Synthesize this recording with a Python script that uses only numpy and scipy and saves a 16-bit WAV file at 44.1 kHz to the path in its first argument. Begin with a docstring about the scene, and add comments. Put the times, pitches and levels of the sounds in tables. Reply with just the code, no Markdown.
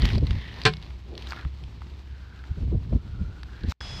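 """A mailbox door claps shut close to the microphone, at a roadside in open fields.
It chatters on its frame, rings the box and thumps the post. Letters slide out, paper and a sleeve
rustle, latch and fingers tick. Wind buffets the microphone over a low hum, like an idling engine.
Near the end the sound drops out briefly and returns with a brighter hiss and two thin whistles."""
import sys
import numpy as np
from scipy import signal
from scipy.fft import rfft, irfft
from scipy.io import wavfile
from scipy.ndimage import uniform_filter1d, minimum_filter1d

SR = 44100
rng = np.random.default_rng(int(sys.argv[2]) if len(sys.argv) > 2 else 0)


def log_audio(samples):
    """Write samples as a 16-bit WAV file to the path given in sys.argv[1]."""
    # one column per channel
    frames = np.atleast_2d(samples).T
    # limit to full scale, then quantise
    limited = np.clip(frames, -1, 1)
    pcm = np.round(limited * 32767).astype(np.int16)
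    wavfile.write(sys.argv[1], SR, pcm)


N = 176400
T = np.arange(N) / SR
DROPOUT_S, RETURN_S = 3.724, 3.805


def from_db(db):
    """Decibels to gain."""
    return 10 ** (np.asarray(db) / 20)


def unit_power(x):
    """Scale to an RMS of 1."""
    return x / np.sqrt(np.mean(x ** 2) + 1e-20)


def envelope(points):
    """Gain over time from (time_s, level_db) points."""
    return from_db(np.interp(T, *np.transpose(points)))


def filtered(x, points):
    """Shape the spectrum by (freq_hz, level_db) points, falling away outside them."""
    hz, db = np.transpose(points)
    f = np.maximum(np.arange(N // 2 + 1) * SR / N, 1)
    edges = np.minimum(f / hz[0], 1) ** 2 * np.minimum(hz[-1] / f, 1) ** 2
    return irfft(rfft(x) * edges * from_db(np.interp(np.log(f), np.log(hz), db)), N)


def noise(points):
    """Coloured noise of unit power."""
    return unit_power(filtered(rng.standard_normal(N), points))


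def drift(rate_hz):
    """Random wander of unit power, mostly slower than rate_hz."""
    f = np.arange(N // 2 + 1) * SR / N
    return unit_power(irfft(rfft(rng.standard_normal(N)) / (1 + (f / rate_hz) ** 2), N))


def evened(x, size):
    """Remove chance swells longer than size samples."""
    return x / np.sqrt(uniform_filter1d(x ** 2, size) + 1e-9)


def resonate(x, hz, width_hz):
    """A resonance with gain 1 at its peak."""
    r = np.exp(-np.pi * width_hz / SR)
    feedback = [1, -2 * r * np.cos(2 * np.pi * hz / SR), r * r]
    return signal.lfilter(np.array([1, 0, -1]) * (1 - r * r) / 2, feedback, x)


def swell(centre_s, width_s):
    """Smooth bell-shaped envelope."""
    return np.exp(-.5 * np.minimum(np.abs(T - centre_s) / width_s, 10) ** 2)


def decay(start_s, t60_s):
    """Envelope that starts at once and dies away."""
    return np.exp(-np.log(1000) * np.clip((T - start_s) / t60_s, 0, 10)) * (T >= start_s)


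def wind():
    """Gusts rumble on the microphone; each eddy is a low pressure swing with turbulence on top."""
    # gusts: time_s, level_db
    gusts = [(0,-24),(.05,-17),(.1,-28.5),(.16,-19),(.26,-29),(.36,-23.5),(.41,-40.5),(.9,-46),(1.52,-50),(1.65,-39),(1.76,-45),(2.55,-48.5),(2.62,-27.5),(2.76,-25.5),(2.83,-37.5),(2.9,-30.5),(2.95,-22.5),(3.01,-40),(3.24,-32),(3.34,-43),(3.58,-46),(3.69,-29.5),(3.74,-44.5),(4,-36)]
    # rumble spectrum: freq_hz, level_db
    rumble_colour = [(20,-19),(45,4),(70,1.5),(110,-1),(180,-11),(350,-27.5),(600,-38),(1500,-75)]
    # eddies striking the microphone: time_s, level_db, reach_hz
    buffets = [(0.037,-18.5,280),(0.144,-19.5,210),(0.18,-20,380),(0.235,-18,376),(0.31,-21.5,140),(1.463,-25.5,120),(2.514,-24,95),(2.583,-28.5,260),(2.632,-29.5,210),(2.679,-30.5,160),(2.727,-24.5,330),(2.749,-22,387),(2.779,-25,110),(2.934,-21.5,386),(2.959,-19.5,251),(3.217,-23,130),(3.274,-27.5,90),(3.647,-26.5,350),(3.685,-23,240)]
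    push_hz, turbulence_db = 67, -3.5
    out = envelope(gusts) * evened(noise(rumble_colour), size=1100)
    swirl = noise([(91.5, 0), (2000, -18)])
    for (s, db, reach_hz), phase in zip(buffets, rng.uniform(0, 2 * np.pi, len(buffets))):
        push = np.sqrt(2) * np.sin(2 * np.pi * push_hz * (T - s) + phase) * swell(s, width_s=0.009)
        eddy = signal.sosfilt(signal.butter(3, reach_hz, fs=SR, output="sos"), swirl)
        turbulence = from_db(turbulence_db) * swell(s, width_s=0.0075) * evened(eddy, size=600)
        out += from_db(db) * (push + turbulence)
    return out


def hum_and_air():
    """A wavering low hum and the soft hiss of the fields all around."""
    # open-air spectrum: freq_hz, level_db
    air_colour = [(59, -39), (100, 0.5), (228, -25), (333, -13.5), (552, -28), (956, -23.5), (1400, -28.5),
                  (4370, -33), (8230, -47.5), (9950, -58.5), (13700, -52.5), (15500, -76)]
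    hum_hz, wander_hz, hum_db, waver_db, air_db = 64.3, 2.51, -42.5, 3.5, -52.5
    phase = 2 * np.pi * np.cumsum(hum_hz + wander_hz * drift(2.5)) / SR
    hum = np.sqrt(2) * np.sin(phase) * from_db(hum_db + waver_db * drift(12))
    air = from_db(air_db + 2 * drift(15)) * noise(air_colour)
    return hum + air


def paper_and_sleeve():
    """Friction hisses with tiny crinkles; each sliding stroke is a rough swish whose resonance glides."""
    # paper rustle: time_s, level_db
    rustle = [(0,-40),(.155,-40.5),(.2,-56),(.27,-49),(.4,-49.5),(.5,-53.5),(.6,-44.5),(.76,-61),(.85,-53.5),(1.02,-63.5),(1.16,-58.5),(1.2,-48.5),(1.31,-49),(1.36,-49.5),(1.5,-60),(3.45,-63.5),(3.66,-55.5),(3.715,-40.5),(3.76,-57)]
    # paper spectrum: freq_hz, level_db
    paper_colour = [(200,12),(600,0.5),(1000,2),(1400,-6),(2100,0),(4200,-0.5),(5500,-10),(7500,-25.5),(11000,-32),(15000,-28.5)]
    # strokes of paper and sleeve: start_s, length_s, level_db, start_hz, end_hz, width_hz
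    slides = [(-.05,0.18,-41,2053,1950,500),(-.05,0.17,-42.5,3296,3015,700),(0.242,0.43,-49,2064,1746,480),(0.38,0.19,-50,3370,3070,1200),(0.554,0.058,-51,955,940,600),(1.056,0.15,-45.5,298,416,333),(1.255,0.197,-47,1306,1593,910),(2.035,0.59,-58.5,1615,1430,330),(2.95,0.56,-59.5,1326,1496,200),(3.464,0.31,-53.5,1482,1793,430)]
    crinkles_per_s, crinkle_db, spread_db, rough_db = 170, -2.5, 4, 2.5
    sizes = from_db(spread_db * np.minimum(rng.exponential(1, N), 3)) * rng.choice([-1, 1], N)
    impulses = sizes * (rng.random(N) < crinkles_per_s / SR)
    crinkles = unit_power(filtered(impulses, paper_colour))
    out = envelope(rustle) * (noise(paper_colour) + from_db(crinkle_db) * crinkles)
    grip = unit_power(from_db(rough_db * drift(60)))  # the surfaces catch and slip
    for start_s, length_s, db, start_hz, end_hz, width_hz in slides:
        along = np.clip((T - start_s) / length_s, 0, 1)
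        phase = 2 * np.pi * np.cumsum(start_hz + (end_hz - start_hz) * along) / SR
        swish = drift(width_hz / 2) * np.cos(phase) + drift(width_hz / 2) * np.sin(phase)
        out += from_db(db) * np.sqrt(np.abs(np.sin(np.pi * along))) * grip * swish
    return out


def ticks():
    """Paper, latch and fingers tick: each is a brief broad snap with one resonance."""
    # small contacts: start_s, level_db, pitch_hz
    touches = [(0.02,-19.5,4020),(0.054,-16.5,3470),(0.103,-23.5,1990),(0.133,-27,3940),(.151,-29.5,4400),(0.181,-26,4500),(.269,-26.5,3900),(.308,-22,2920),(0.6165,-25.5,4200),(0.636,-26,4550),(0.7369,-25,3870),(.769,-32.5,4230),(0.826,-34,4100),(.906,-39.5,1930),(1.1531,-35.5,4040),(1.178,-25,3930),(1.223,-31,2900),(1.271,-28.5,4000),(1.307,-25.5,4630),(1.322,-23.5,1280),(1.332,-28,1370),(1.45,-33.5,1260),(1.638,-36,2960),(1.819,-34.5,1110),(2.439,-36.5,1530),(2.849,-45.5,1160),(2.929,-40,1150),(3.432,-33.5,1466),(3.432,-34,4480),(3.635,-35,3580),(3.721,-26,1400),(3.811,-28.5,1536)]
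    # tone shaping of all ticks: freq_hz, gain_db
    tick_colour = [(900,0.5),(4700,-5),(6500,-19),(10000,-21.5),(15000,-28.5)]
    ring_q, snap_db = 3.7, -7.5
    snap = evened(rng.standard_normal(N), size=30)
    out = np.zeros(N)
    for start_s, db, hz in touches:
        ring = evened(resonate(snap, hz, hz / ring_q), size=70)
        out += from_db(db) * decay(start_s, t60_s=0.013) * (ring + from_db(snap_db) * snap)
    return filtered(out, tick_colour)


def crunches():
    """Bending paper gives short clusters of bright crackles."""
    # bends of the paper: time_s, level_db, half_length_s
    bends = [(0.055,-46,0.0053),(1.303,-50.5,0.012),(3.719,-47.5,0.018)]
    # crackle spectrum: freq_hz, level_db
    crunch_colour = [(2500,4),(5500,11),(7500,2),(10000,-14),(15000,-3)]
    clusters = sum(from_db(db) * swell(s, width_s) for s, db, width_s in bends)
    return clusters * noise(crunch_colour) * from_db(5.2 * drift(190))


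def door():
    """The door chatters on its frame: each contact claps and rings the box, and the post thumps."""
    # door meeting frame: start_s, level_db
    contacts = [(0.6526,6),(0.6559,4.5),(.660,3.5),(0.6654,3),(0.669,-2),(0.673,-1.5),(0.682,-10.5),(.689,-16)]
    # spectrum of the bare clap: freq_hz, level_db
    clap_colour = [(100,-8),(260,-11.5),(600,-10),(900,-11),(1550,6),(2000,-3),(2900,0),(4400,-3),(5500,-11.5),(6800,-26.5),(8000,-20.5),(10000,-38),(15000,-47.5)]
    # resonances of the box: pitch_hz, level_db, t60_s
    box_modes = [(124.6,-34.5,0.19),(153.6,-32,0.34),(188,-39,.3),(380,-38,0.16),(429.6,-23.5,0.11),(744,-29.5,0.097),(1047.5,-25.5,0.082),(1255,-33,0.039),(1427,-28.5,0.049),(1591,-18.5,.045),(1762,-33,0.083),(2200,-52,.38),(2164,-29,0.033),(2302,-31,.062),(2411,-27.5,0.076),(2696,-28,.05),(3056,-30,.055),(4233,-28,0.05)]
    rise_s, jolt_rad = 0.0003, 0.69
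    thump_s, thump_hz, thump_db = 0.667, 128, -13.5
    start_s, contact_db = np.transpose(contacts)
    t = T[:SR * 3 // 2]
    age = t - start_s[:, None]
    touched = 1 - np.exp(-np.clip(age / rise_s, 0, 20))

    def ring_down(t60_s):
        """Envelope of all contacts, summed in power."""
        each = from_db(contact_db[:, None] - 60 * np.abs(age) / t60_s) * touched
        return np.sqrt(np.sum(each ** 2, axis=0))

    clap = from_db(-16) * ring_down(t60_s=0.03)
    tail = from_db(-41.5) * ring_down(t60_s=0.19)
    out = evened(noise(clap_colour), size=130)[:len(t)] * (clap + tail)
    for hz, db, t60_s in box_modes:
        jolts = jolt_rad * rng.standard_normal(len(contacts)) @ touched  # each contact upsets the phase
        out += from_db(db) * ring_down(t60_s) * np.sin(2 * np.pi * hz * age[0] + jolts)
    post_swing = np.sin(2 * np.pi * thump_hz * (T - thump_s))
    thump = from_db(thump_db) * swell(thump_s, width_s=0.0062) * post_swing
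    return np.pad(out, (0, N - len(out))) + thump


def whistling_hiss():
    """A bright steady hiss with two thin wavering whistles comes in as the dropout ends."""
    # hiss spectrum: freq_hz, level_db
    hiss_colour = [(120, -33), (200, -19), (554, -11), (1950, -12), (5490, -14.5), (14200, -54),
                   (15500, -74)]
    # tones in the hiss: pitch_hz, level_db
    whistles = [(3375,-48.5),(5075,-48)]
    hiss_db, wander_hz, flutter_db = -45, 12.6, 2.5
    out = from_db(hiss_db) * noise(hiss_colour)
    for hz, db in whistles:
        phase = 2 * np.pi * np.cumsum(hz + wander_hz * drift(109)) / SR
        out += np.sqrt(2) * from_db(db + flutter_db * drift(150)) * np.sin(phase)
    return out * (T >= RETURN_S)


def scene():
    """All sources at one microphone beside the mailbox."""
    mix = wind() + hum_and_air() + paper_and_sleeve() + ticks() + crunches() + door() + whistling_hiss()
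    return mix[None]


def record(dry):
    """The deepest bass is cut, the sound drops out briefly, a limiter holds peaks and the top is cut."""
    low_cut_hz, high_cut_hz, dropout_db, ceiling = 7.6, 16100, -35, 0.52
    out = signal.sosfilt(signal.butter(2, low_cut_hz, "high", fs=SR, output="sos"), dry)
    gap = uniform_filter1d(((T > DROPOUT_S) & (T < RETURN_S)) * 1., size=90)
    out *= from_db(dropout_db * gap)
    needed_gain = ceiling / np.maximum(np.abs(out), ceiling)
    gain = uniform_filter1d(minimum_filter1d(needed_gain, size=91), size=91)  # hold and smooth over 2 ms
    return signal.sosfilt(signal.cheby2(12, 70, high_cut_hz, fs=SR, output="sos"), out * gain)


dry = scene()
out = record(dry)
log_audio(out)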